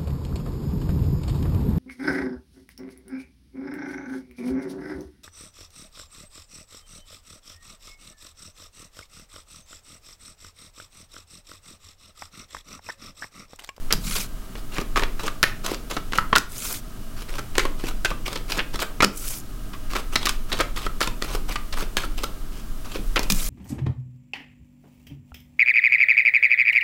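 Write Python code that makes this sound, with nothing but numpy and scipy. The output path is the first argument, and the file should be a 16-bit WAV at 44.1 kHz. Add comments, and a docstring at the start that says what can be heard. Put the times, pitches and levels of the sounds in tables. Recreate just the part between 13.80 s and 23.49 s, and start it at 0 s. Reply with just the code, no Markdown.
"""A small room with a wooden table: a deck of cards is shuffled overhand just above the wood.
Cards rub as filtered slip noise; packets clack together as short flurries of edge noise through a hollow ring.
Four times a card is snapped off the deck, pressed down and slid across the wood with a hiss and a scrape.
Finger thumps ring the table's low modes, and its slow rocking is a swelling rumble under a steady room tone.
The microphone stands on the same table; its level ducks after the loudest hits and then recovers."""
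import sys
import numpy as np
from scipy import signal
from scipy.fft import rfft, irfft, next_fast_len
from scipy.io import wavfile
from scipy.ndimage import uniform_filter1d

SR = 44100
rng = np.random.default_rng(int(sys.argv[2]) if len(sys.argv) > 2 else 0)


def dump(signal):
    """Clip the signal to [-1, 1] and save it as 16-bit WAV at the path in sys.argv[1]."""
    limited = np.clip(np.atleast_2d(signal).T, -1, 1)
    pcm = np.round(limited * 32767).astype(np.int16)
    wavfile.write(sys.argv[1], SR, pcm)


N = 427329  # samples

# Room tone. Each row: frequency in Hz, relative level in dB.
ROOM_TONE_COLOUR = [(20,-30),(60,1),(120,-5.5),(250,-3.5),(340,-14.5),(480,-18.5),(800,-26),(1200,-16),(1800,-27),(3000,-26.5),(5000,-28),(15500,-30)]
# Resonances of the drone in the room tone. Each row: centre in Hz, width in Hz, relative level in dB.
DRONE_RESONANCES = [(117.4,5.6,7.5),(202,36,-6.5),(300,14.3,-1),(374.5,17,-9.5),(622,43,-10.5),(1246,36,-11.5),(1588,9,-10),(2874,100,-21)]
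# Decay of the room's echo. Each row: frequency in Hz, t60 in seconds.
ROOM_DECAY = [(150,0.62),(700,0.39),(1600,0.3),(2600,0.32),(5000,0.24),(10000,0.24),(16000,0.34)]
# Slow rocking of the table under the arms. Each row: time in seconds, relative level in dB.
ROCKING_LEVELS = [(0, -21.5), (0.6, -30), (1.25, -23.5), (1.65, -33), (2.45, -26), (2.9, -32.3), (3.8, -24),
                  (4.5, -27.6), (5.75, -28.5), (6.15, -24.5), (7.0, -26.5), (7.8, -23), (8.35, -25.5),
                  (8.75, -29), (9.35, -18.5), (9.69, -18.5)]
# Colour of the rocking. Each row: frequency in Hz, relative level in dB.
RUMBLE_COLOUR = [(8,-11),(18,0.5),(27,-14.5),(35,-5.5),(48,-35),(80,-32.5),(200,-63)]
# Fingers landing on the table. Each row: start in seconds, relative level in dB.
FINGER_THUMPS = [(.127,-16),(0.164,-22),(.251,-18),(0.279,-22),(0.371,-27),(2.559,-12),(5.244,-10),(9.18,-21),(9.502,-9),(9.525,-25)]
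# Modes of the table top. Each row: frequency in Hz, average relative level in dB, t60 in seconds.
TABLE_MODES = [(128.6,-11.5,0.26),(168,-0.5,0.16),(199,1,0.18),(250,-10,0.16)]
# A dealt card snapping off the deck, slapping the table and catching on it. Each row: start in seconds,
# relative level in dB, relative thud in dB, relative crispness in dB, ring in Hz, t60 below the treble in seconds.
CARD_SNAPS = [(.105, -26.5, -4, -17, 1280, 0.058), (.125, -18, 6.5, 10, 4440, .013),
              (.134, -27, 7, 5, 1240, 0.018), (.361, -28, 6, 11, 2550, 0.04),
              (2.528, -14.5, 3.5, -27, 1040, 0.034), (2.553, -18, -6, -10, 3650, 0.044),
              (2.56, -12.5, 0, 3.5, 1380, 0.02), (2.565, -11.5, -7, -21, 1430, 0.021),
              (2.573, -18, 8, 3, 1450, 0.028), (2.582, -16.5, 10, 11, 1400, 0.017),
              (5.204, -18, 3.5, -18, 2200, 0.038), (5.222, -19, -8, -7, 1200, 0.032),
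              (5.227, -12, 6, -9, 1350, 0.065), (5.241, -21.5, -5, 9, 1380, 0.026),
              (5.246, -11.5, 7.5, -1, 5270, 0.0087), (5.37, -31.5, -3, 42, 9000, 0.068),
              (9.5, -21, 6, 12, 2380, 0.029), (9.506, -29.5, 15, 23, 4000, 0.046),
              (9.521, -23.5, 13, 22, 3400, 0.018)]
# A card pushed over the wood. Each row: moment of top speed in seconds, speeding up in seconds,
# slowing down in seconds, hiss at top speed in dB, scrape at top speed in dB.
CARD_SLIDES = [(.365, 0.17, .11, -33.5, -31), (2.9, 0.23, 0.11, -31.5, -34), (5.5, 0.19, .12, -31, -38.5),
               (9.6, 0.12, .25, -33.5, -37)]
# Hiss of a card on the wood grain. Each row: frequency in Hz, relative level in dB.
SLIDE_HISS_COLOUR = [(500,-27.5),(3000,-24),(5000,-5.5),(7000,0),(11000,0),(15500,-4.5)]
# Lower scrape under finger pressure. Each row: frequency in Hz, relative level in dB.
SLIDE_SCRAPE_COLOUR = [(200,-19),(450,-1),(750,-7.5),(1400,1.5),(1750,-5.5),(2350,2),(2750,-2.5),(3400,0),(5000,-0.5),(8000,-3.5),(15000,-14)]
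# Packets meeting in the hands. Each row: start in seconds, relative level in dB, relative thud in dB,
# relative crispness in dB, ring in Hz, t60 below the treble in seconds.
PACKET_CLACKS = [(.754, -35.5, 4, -13, 2870, 0.015), (.963, -31, 0, -11, 2100, 0.055),
                 (.983, -24, 8, 1, 1190, 0.012), (.989, -24.5, 20, -16, 1230, 0.012),
                 (1.013, -28.5, 18, 7, 1200, 0.029), (1.159, -20, 2, -9, 1220, 0.023),
                 (1.165, -18.5, -2, -12, 1100, 0.047), (1.173, -18.5, 3, -6, 1200, 0.024),
                 (1.194, -25, -3, -3, 3110, .026), (1.221, -24.5, 6, -14, 930, .031),
                 (1.231, -22, 0, -9, 1070, 0.05), (1.394, -30.5, 2, -6, 1210, 0.032),
                 (1.433, -27, 16, 6, 940, 0.065), (1.479, -24, -1, -3.5, 1250, 0.022),
                 (1.629, -11.5, 1, 0.5, 1430, 0.016), (1.636, -13, -1, -8, 1870, 0.023),
                 (1.879, -30, 7, -11, 1120, .039), (1.894, -33.5, 19, 0, 935, .024),
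                 (1.916, -23.5, 23, 8, 950, 0.016), (1.943, -31, -8, -1, 5000, 0.031),
                 (2.112, -27.5, 7, -1, 970, .045), (2.166, -21, 8, -11, 1250, .033),
                 (2.322, -31.5, -1, -8, 2020, 0.014), (2.333, -23.5, -3.5, -10, 1180, 0.017),
                 (2.353, -28.5, 14, 7, 2870, .03), (2.377, -28, 9, 17, 1110, 0.014),
                 (2.385, -12.5, 1, -25, 1330, 0.013), (3.582, -28, 5, -2, 1310, .042),
                 (3.591, -28.5, 13, 10, 1320, 0.023), (3.753, -29.5, 3, -3, 2660, 0.022),
                 (3.781, -13, 8, 3.5, 1740, 0.015), (3.792, -18, -8, -2, 2160, 0.053),
                 (3.852, -22, 9.5, -5, 1090, 0.025), (4.038, -24.5, 22, 0, 1680, 0.029),
                 (4.109, -37, 3, -1, 1300, .022), (4.247, -17, 6.5, 0, 1580, 0.029),
                 (4.254, -21, -13, -3, 2820, 0.028), (4.302, -29, 15, -7, 940, 0.047),
                 (4.312, -26.5, 9, -14, 1200, 0.034), (4.46, -31, 5, -4, 3100, 0.052),
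                 (4.478, -27, 7, 2, 1220, .025), (4.528, -30.5, 1, 6, 1110, 0.033),
                 (4.557, -26, 6, -3, 3400, 0.039), (4.705, -32, 2, 6, 1200, .037),
                 (4.72, -22, -15, -5, 4330, 0.016), (4.784, -25, 10, -23, 1740, 0.019),
                 (4.79, -18.5, -1.5, -13, 2860, 0.052), (4.94, -29, 7, -8, 5000, 0.04),
                 (4.991, -28, 6, -3, 1150, 0.018), (5.027, -25, 5, -4, 1300, 0.022),
                 (5.931, -34, -13, -12, 1110, 0.076), (6.134, -28, 7, 0, 1190, 0.027),
                 (6.151, -21, 3, -8, 1290, 0.073), (6.163, -25, 0, -1, 1190, 0.041),
                 (6.356, -14, -3, -3, 4250, 0.028), (6.429, -29.5, 1, 0, 3600, .021),
                 (6.455, -21, 9.5, 13, 3340, 0.022), (6.461, -22, -15, 7, 1140, 0.01),
                 (6.468, -18.5, -7.5, -1, 1160, 0.036), (6.487, -29, -3, 6, 3640, 0.016),
                 (6.492, -19.5, -9, 8, 1230, 0.027), (6.717, -24.5, -2, -11, 4000, 0.039),
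                 (6.725, -20.5, 7, -0.5, 3740, 0.06), (6.788, -25, 7, 1, 1270, .05),
                 (6.8, -17, 3.5, -20, 1310, 0.034), (6.806, -18.5, 3, 0.5, 1360, 0.038),
                 (6.971, -29, -2, -11, 4100, 0.037), (7.064, -22.5, 6, -9.5, 1320, 0.024),
                 (7.205, -22.5, -5, 3, 1110, 0.03), (7.213, -17.5, -3, -3, 1210, .026),
                 (7.226, -22.5, -5, 2, 3900, 0.035), (7.273, -23.5, 5, -0.5, 1000, 0.022),
                 (7.423, -23, 4.5, 4, 1980, 0.01), (7.549, -26, 19, 0, 925, 0.034),
                 (7.694, -32, 10, -10, 1190, .046), (7.757, -22.5, -4, -11, 1170, 0.033),
                 (7.925, -30, 1, -2, 4270, 0.058), (8.005, -33.5, 1, 6, 1300, 0.067),
                 (8.022, -28, 8, -4, 5000, 0.058), (8.169, -18.5, -8, -3, 3100, 0.0096),
                 (8.173, -23, -3, 5, 1670, 0.044), (8.235, -27.5, 4, -15, 1290, 0.02),
                 (8.434, -24, 5, 6.5, 1050, 0.023), (8.441, -24.5, 6, 6, 1310, 0.014),
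                 (9.145, -38, 1, 2, 2640, .024), (9.156, -26.5, 20, 1, 2400, 0.019),
                 (9.187, -34, 22, -9, 500, .056), (9.359, -19.5, -5, -5, 3200, 0.024),
                 (9.365, -16, 2, -13, 2880, 0.049), (9.392, -21.5, 11.5, 9, 960, 0.02),
                 (9.428, -29.5, 11, 16, 2660, 0.058)]
# Basic colour of clacks and snaps. Each row: frequency in Hz, relative level in dB.
BLOW_COLOUR = [(60,-7.5),(150,-7.5),(400,-2.5),(750,-7.5),(1300,-2),(2300,-3.5),(5000,-7.5),(9000,-17.5),(15500,-24.5)]
# Overhand strokes, about four a second. Each row: start in seconds, length in seconds,
# relative rub in dB as the packet is drawn, relative rub in dB as it drops back.
SHUFFLE_STROKES = [(.76, 0.035, -46, -41), (0.924, .085, -36, -38.5), (1.172, 0.064, -37, -35.5),
                   (1.391, .09, -38, -32.5), (1.843, 0.097, -33, -34.5), (2.104, 0.082, -36, -41.5),
                   (2.325, 0.065, -38, -32), (3.369, 0.057, -42.5, -40.5), (3.489, 0.08, -42.5, -36),
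                   (3.752, 0.13, -39, -40), (3.995, 0.098, -43.5, -32), (4.261, 0.047, -39, -34),
                   (4.459, 0.12, -37, -37), (4.688, 0.092, -35, -32), (4.936, 0.022, -41, -33),
                   (5.004, 0.027, -27, -28), (6.102, 0.1, -37.5, -33), (6.33, 0.048, -33.5, -37),
                   (6.419, 0.052, -34, -43), (6.695, 0.097, -35.5, -38), (6.969, 0.095, -33, -35.5),
                   (7.217, 0.048, -30, -35), (7.425, .13, -36, -30.5), (7.691, 0.065, -33, -37.5),
                   (7.93, 0.012, -37, -38), (7.968, 0.05, -34, -29.5), (8.174, 0.077, -31, -40),
                   (8.38, 0.047, -38, -42), (8.725, 0.082, -49, -42.5), (9.047, 0.12, -44.5, -36)]
# Colour of card rubbing on card. Each row: frequency in Hz, relative level in dB.
CARD_RUB_COLOUR = [(100,-11),(300,5),(800,-1.5),(1250,4.5),(1800,-4.5),(2400,0.5),(5000,-4.5),(8000,-10),(15500,-15.5)]

TOP_HZ = 15950  # nothing is heard above this
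GRIP_S, LET_GO_S, EASE_DB = 0.014, 0.013, 2.5  # a rub's attack and release; the grip eases in mid-stroke
HISS_GROWS, SCRAPE_GROWS = 1.0, 1.2  # amplitude as a power of the card's speed
# Cupped hands ring best at HOLLOW_HZ; each octave away the ring is weaker (dB) and wider (fraction)
HOLLOW_HZ, RING_LOSS_DB, RING_WIDENS = 1330, 3.5, 0.6


def amp(db):
    """Decibels to gain."""
    return 10 ** (np.asarray(db) / 20)


def unit(x):
    """Scale to rms 1."""
    return x / np.sqrt(np.mean(x ** 2) + 1e-20)


def along(points, hz):
    """Read (Hz, value) points on a log frequency axis."""
    point_hz, values = np.transpose(points)
    return np.interp(np.log(hz + 1), np.log(point_hz + 1), values)


def filtered(x, response):
    """Filter x by a response given as a function of frequency."""
    size = next_fast_len(N + 8192)
    spectrum = rfft(x, size) * response(np.fft.rfftfreq(size, 1 / SR))
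    return irfft(spectrum, size)[:N]


def noise(colour):
    """Noise of rms 1 with the given spectrum."""
    return unit(filtered(rng.standard_normal(N), lambda hz: amp(along(colour, hz))))


def wobble(rate):
    """A random curve with rate knots a second."""
    return np.interp(np.arange(N) * rate / SR, np.arange(N), rng.standard_normal(N))


def add(track, s, sound):
    """Mix a sound into the track at time s."""
    part = track[max(0, round(s * SR)):][:len(sound)]
    part += sound[:len(part)]


def causal(gain):
    """The minimum-phase response with this gain, so that a blow starts sharply."""
    cepstrum = irfft(np.log(gain + 1e-6))
    half = len(cepstrum) // 2
    cepstrum[1:half] *= 2
    cepstrum[half + 1:] = 0
    return np.exp(rfft(cepstrum))


def room_tone():
    """A steady noise bed with a faint drone: noise through a few resonances."""
    def resonances(hz):
        return sum(amp(db) * 1j * hz * width / (centre * centre - hz * hz + 1j * hz * width)
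                   for centre, width, db in DRONE_RESONANCES)

    drone = unit(filtered(rng.standard_normal(N), resonances))
    return amp(-43) * noise(ROOM_TONE_COLOUR) + amp(-46) * drone


def table():
    """Soft fingers ring the low modes of the table top, and the whole table rocks slowly."""
    thumps, t = np.zeros(N), np.arange(SR // 3) / SR
    for s, db in FINGER_THUMPS:
        ring = np.zeros(len(t))
        for hz, level, t60 in TABLE_MODES:
            mode_db = level + rng.normal(0, 3.7)  # each thump excites the modes differently
            ring += amp(mode_db - 60 * t / t60) * np.sin(2 * np.pi * hz * t)
        soft_onset = 1 - np.exp(-t / 0.011)
        add(thumps, s, amp(db - 6.5) * ring * soft_onset)
    rocking_db = np.interp(np.arange(N) / SR, *np.transpose(ROCKING_LEVELS)) - 1.0
    return thumps + amp(rocking_db) * noise(RUMBLE_COLOUR)


def room_tail(size=16384):
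    """Diffuse echo of energy 1: noise that swells briefly, then dies at a rate set by frequency."""
    hz, t, bands = signal.stft(rng.standard_normal(size), SR, nperseg=256)
    decay = amp(-60 * t / along(ROOM_DECAY, hz)[:, None])
    tail = signal.istft(bands * decay, SR, nperseg=256)[1]
    tail *= 1 - np.exp(-(np.arange(len(tail)) / SR / 0.0031) ** 2)
    return tail / np.linalg.norm(tail)


def impacts(rows, level_db, thud_db, crisp_db, ring_db, ring_width, rise, treble_life, grain_db, wet_db,
            size=4096):
    """Each blow is a flurry of card edges that swells and dies, coloured by the deck and the hollow of the hand."""
    track, t, hz = np.zeros(N), np.arange(size) / SR, np.fft.rfftfreq(size, 1 / SR)
    low = 1 / (1 + (hz / 750) ** 4)
    high = 1 - 1 / (1 + (hz / 4500) ** 3)
    for s, db, thud, crisp, ring_hz, t60 in rows:
        age = t / max(t60, 0.004)  # time as a share of the decay
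        grain = np.repeat(rng.standard_normal(size), 16)[:size]  # strength steps every 16 samples
        edges = rng.standard_normal(size) * amp(grain_db * grain)

        def flurry(life):
            swell = 1 - np.exp(-life / rise)
            return rfft(unit(edges * swell * amp(-60 * life)))

        # the first edges to land are the hardest, so the treble dies sooner
        contact = (1 - high) * flurry(age) + high * flurry(age / treble_life)
        octaves = abs(np.log2(ring_hz / HOLLOW_HZ))
        width = ring_width * ring_hz * (1 + RING_WIDENS * octaves)
        ring = (ring_db - RING_LOSS_DB * octaves) / (1 + ((hz - ring_hz) / width) ** 2)
        colour = along(BLOW_COLOUR, hz) + low * (thud + thud_db) + high * (crisp + crisp_db) + ring
        blow = amp(db + level_db) * unit(irfft(contact * causal(amp(colour))))
        add(track, s, blow)
        add(track, s, amp(wet_db) * signal.fftconvolve(blow, room_tail()))
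    return track


def friction(colour, grain_db, catch_db, tick_rate, tick_db, patchy_db=2.5):
    """Sliding card: fine slips whose strength varies as surfaces catch, and stray ticks of an edge letting go."""
    slips = rng.standard_normal(N) * amp(grain_db * wobble(2500) + catch_db * wobble(170))
    releases = (rng.random(N) < tick_rate / SR) * rng.uniform(0.1, 1, N)
    tick_decay = np.exp(-1 / (0.00068 * SR))
    ticks = signal.lfilter([1], [1, -tick_decay], releases) * rng.standard_normal(N)
    bands = signal.stft(unit(slips) + amp(tick_db) * ticks, nperseg=256)[2]
    # the card's resonances shift as it bends: smooth random patches over pitch and time
    patches = uniform_filter1d(rng.standard_normal(bands.shape), size=4, axis=0)
    patches = unit(uniform_filter1d(patches, size=7, axis=1))
    shifting = signal.istft(bands * amp(patchy_db * patches), nperseg=256)[1][:N]
    return unit(filtered(shifting, lambda hz: amp(along(colour, hz))))


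def dealing():
    """A card snaps down, then hisses over the wood grain as it speeds up and stops; pressure adds a lower scrape."""
    t, hiss, scrape = np.arange(N) / SR, np.zeros(N), np.zeros(N)
    for s, speeding, slowing, hiss_db, scrape_db in CARD_SLIDES:
        speed = np.sin(np.pi / 2 * np.interp(t - s, [-speeding, 0, slowing], [0, 1, 0]))
        hiss += amp(hiss_db) * speed ** HISS_GROWS
        scrape += amp(scrape_db) * speed ** SCRAPE_GROWS
    hiss *= friction(SLIDE_HISS_COLOUR, grain_db=-0.5, catch_db=1.0, tick_rate=46, tick_db=17)
    scrape *= friction(SLIDE_SCRAPE_COLOUR, grain_db=-0.5, catch_db=3.5, tick_rate=70, tick_db=0)
    snaps = impacts(CARD_SNAPS, level_db=-6.5, thud_db=-1, crisp_db=3.5, ring_db=11.5, ring_width=0.081,
                    rise=0.036, treble_life=0.94, grain_db=2.5, wet_db=-11.5)
    return hiss + scrape + snaps


def rubbing():
    """In each stroke the cards grip, run more lightly, grip again and let go."""
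    t, gain = np.arange(N) / SR, np.zeros(N)
    for s, length, draw_db, drop_db in SHUFFLE_STROKES:
        done = np.clip((t - s) / length, 0, 1)
        touch = np.interp(t, [s - GRIP_S, s, s + length, s + length + LET_GO_S], [0, 1, 1, 0])
        stroke_db = draw_db + (drop_db - draw_db) * done - EASE_DB * np.sin(np.pi * done)
        gain += touch ** 2 * amp(stroke_db)
    texture = friction(CARD_RUB_COLOUR, grain_db=4, catch_db=4.0, tick_rate=45, tick_db=14)
    rub = amp(1.0) * gain * texture
    return rub + amp(-7.5) * signal.fftconvolve(rub, room_tail())[:N]


def shuffling():
    """Packets are drawn off the deck with a rub and dropped back with a clack."""
    clacks = impacts(PACKET_CLACKS, level_db=-10.5, thud_db=1.5, crisp_db=1, ring_db=11.5, ring_width=0.089,
                     rise=0.1, treble_life=0.49, grain_db=5, wet_db=-9.0)
    return rubbing() + clacks


def scene():
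    """Room, table and cards at one microphone."""
    return (room_tone() + table() + dealing() + shuffling())[None]


def limited(x, threshold_db, release_db):
    """Loud bursts pull the gain down; it recovers at release_db a second."""
    power = signal.lfilter(*signal.butter(1, 25, fs=SR), x ** 2)
    over = np.maximum(10 * np.log10(np.abs(power) + 1e-12) - threshold_db, 0)
    ramp = release_db * np.arange(N) / SR
    reduction_db = np.maximum.accumulate(over + ramp) - ramp  # held peak, sliding back down
    return x * amp(-reduction_db)


def record(dry):
    """Gain control, soft overload and a band limit at the microphone."""
    x = limited(dry[0], threshold_db=-13, release_db=21)
    x = x / (1 + x ** 4) ** (1 / 4)  # peaks bend smoothly towards full scale
    return filtered(x, lambda hz: hz < TOP_HZ)[None]


dry = scene()
out = record(dry)
dump(out)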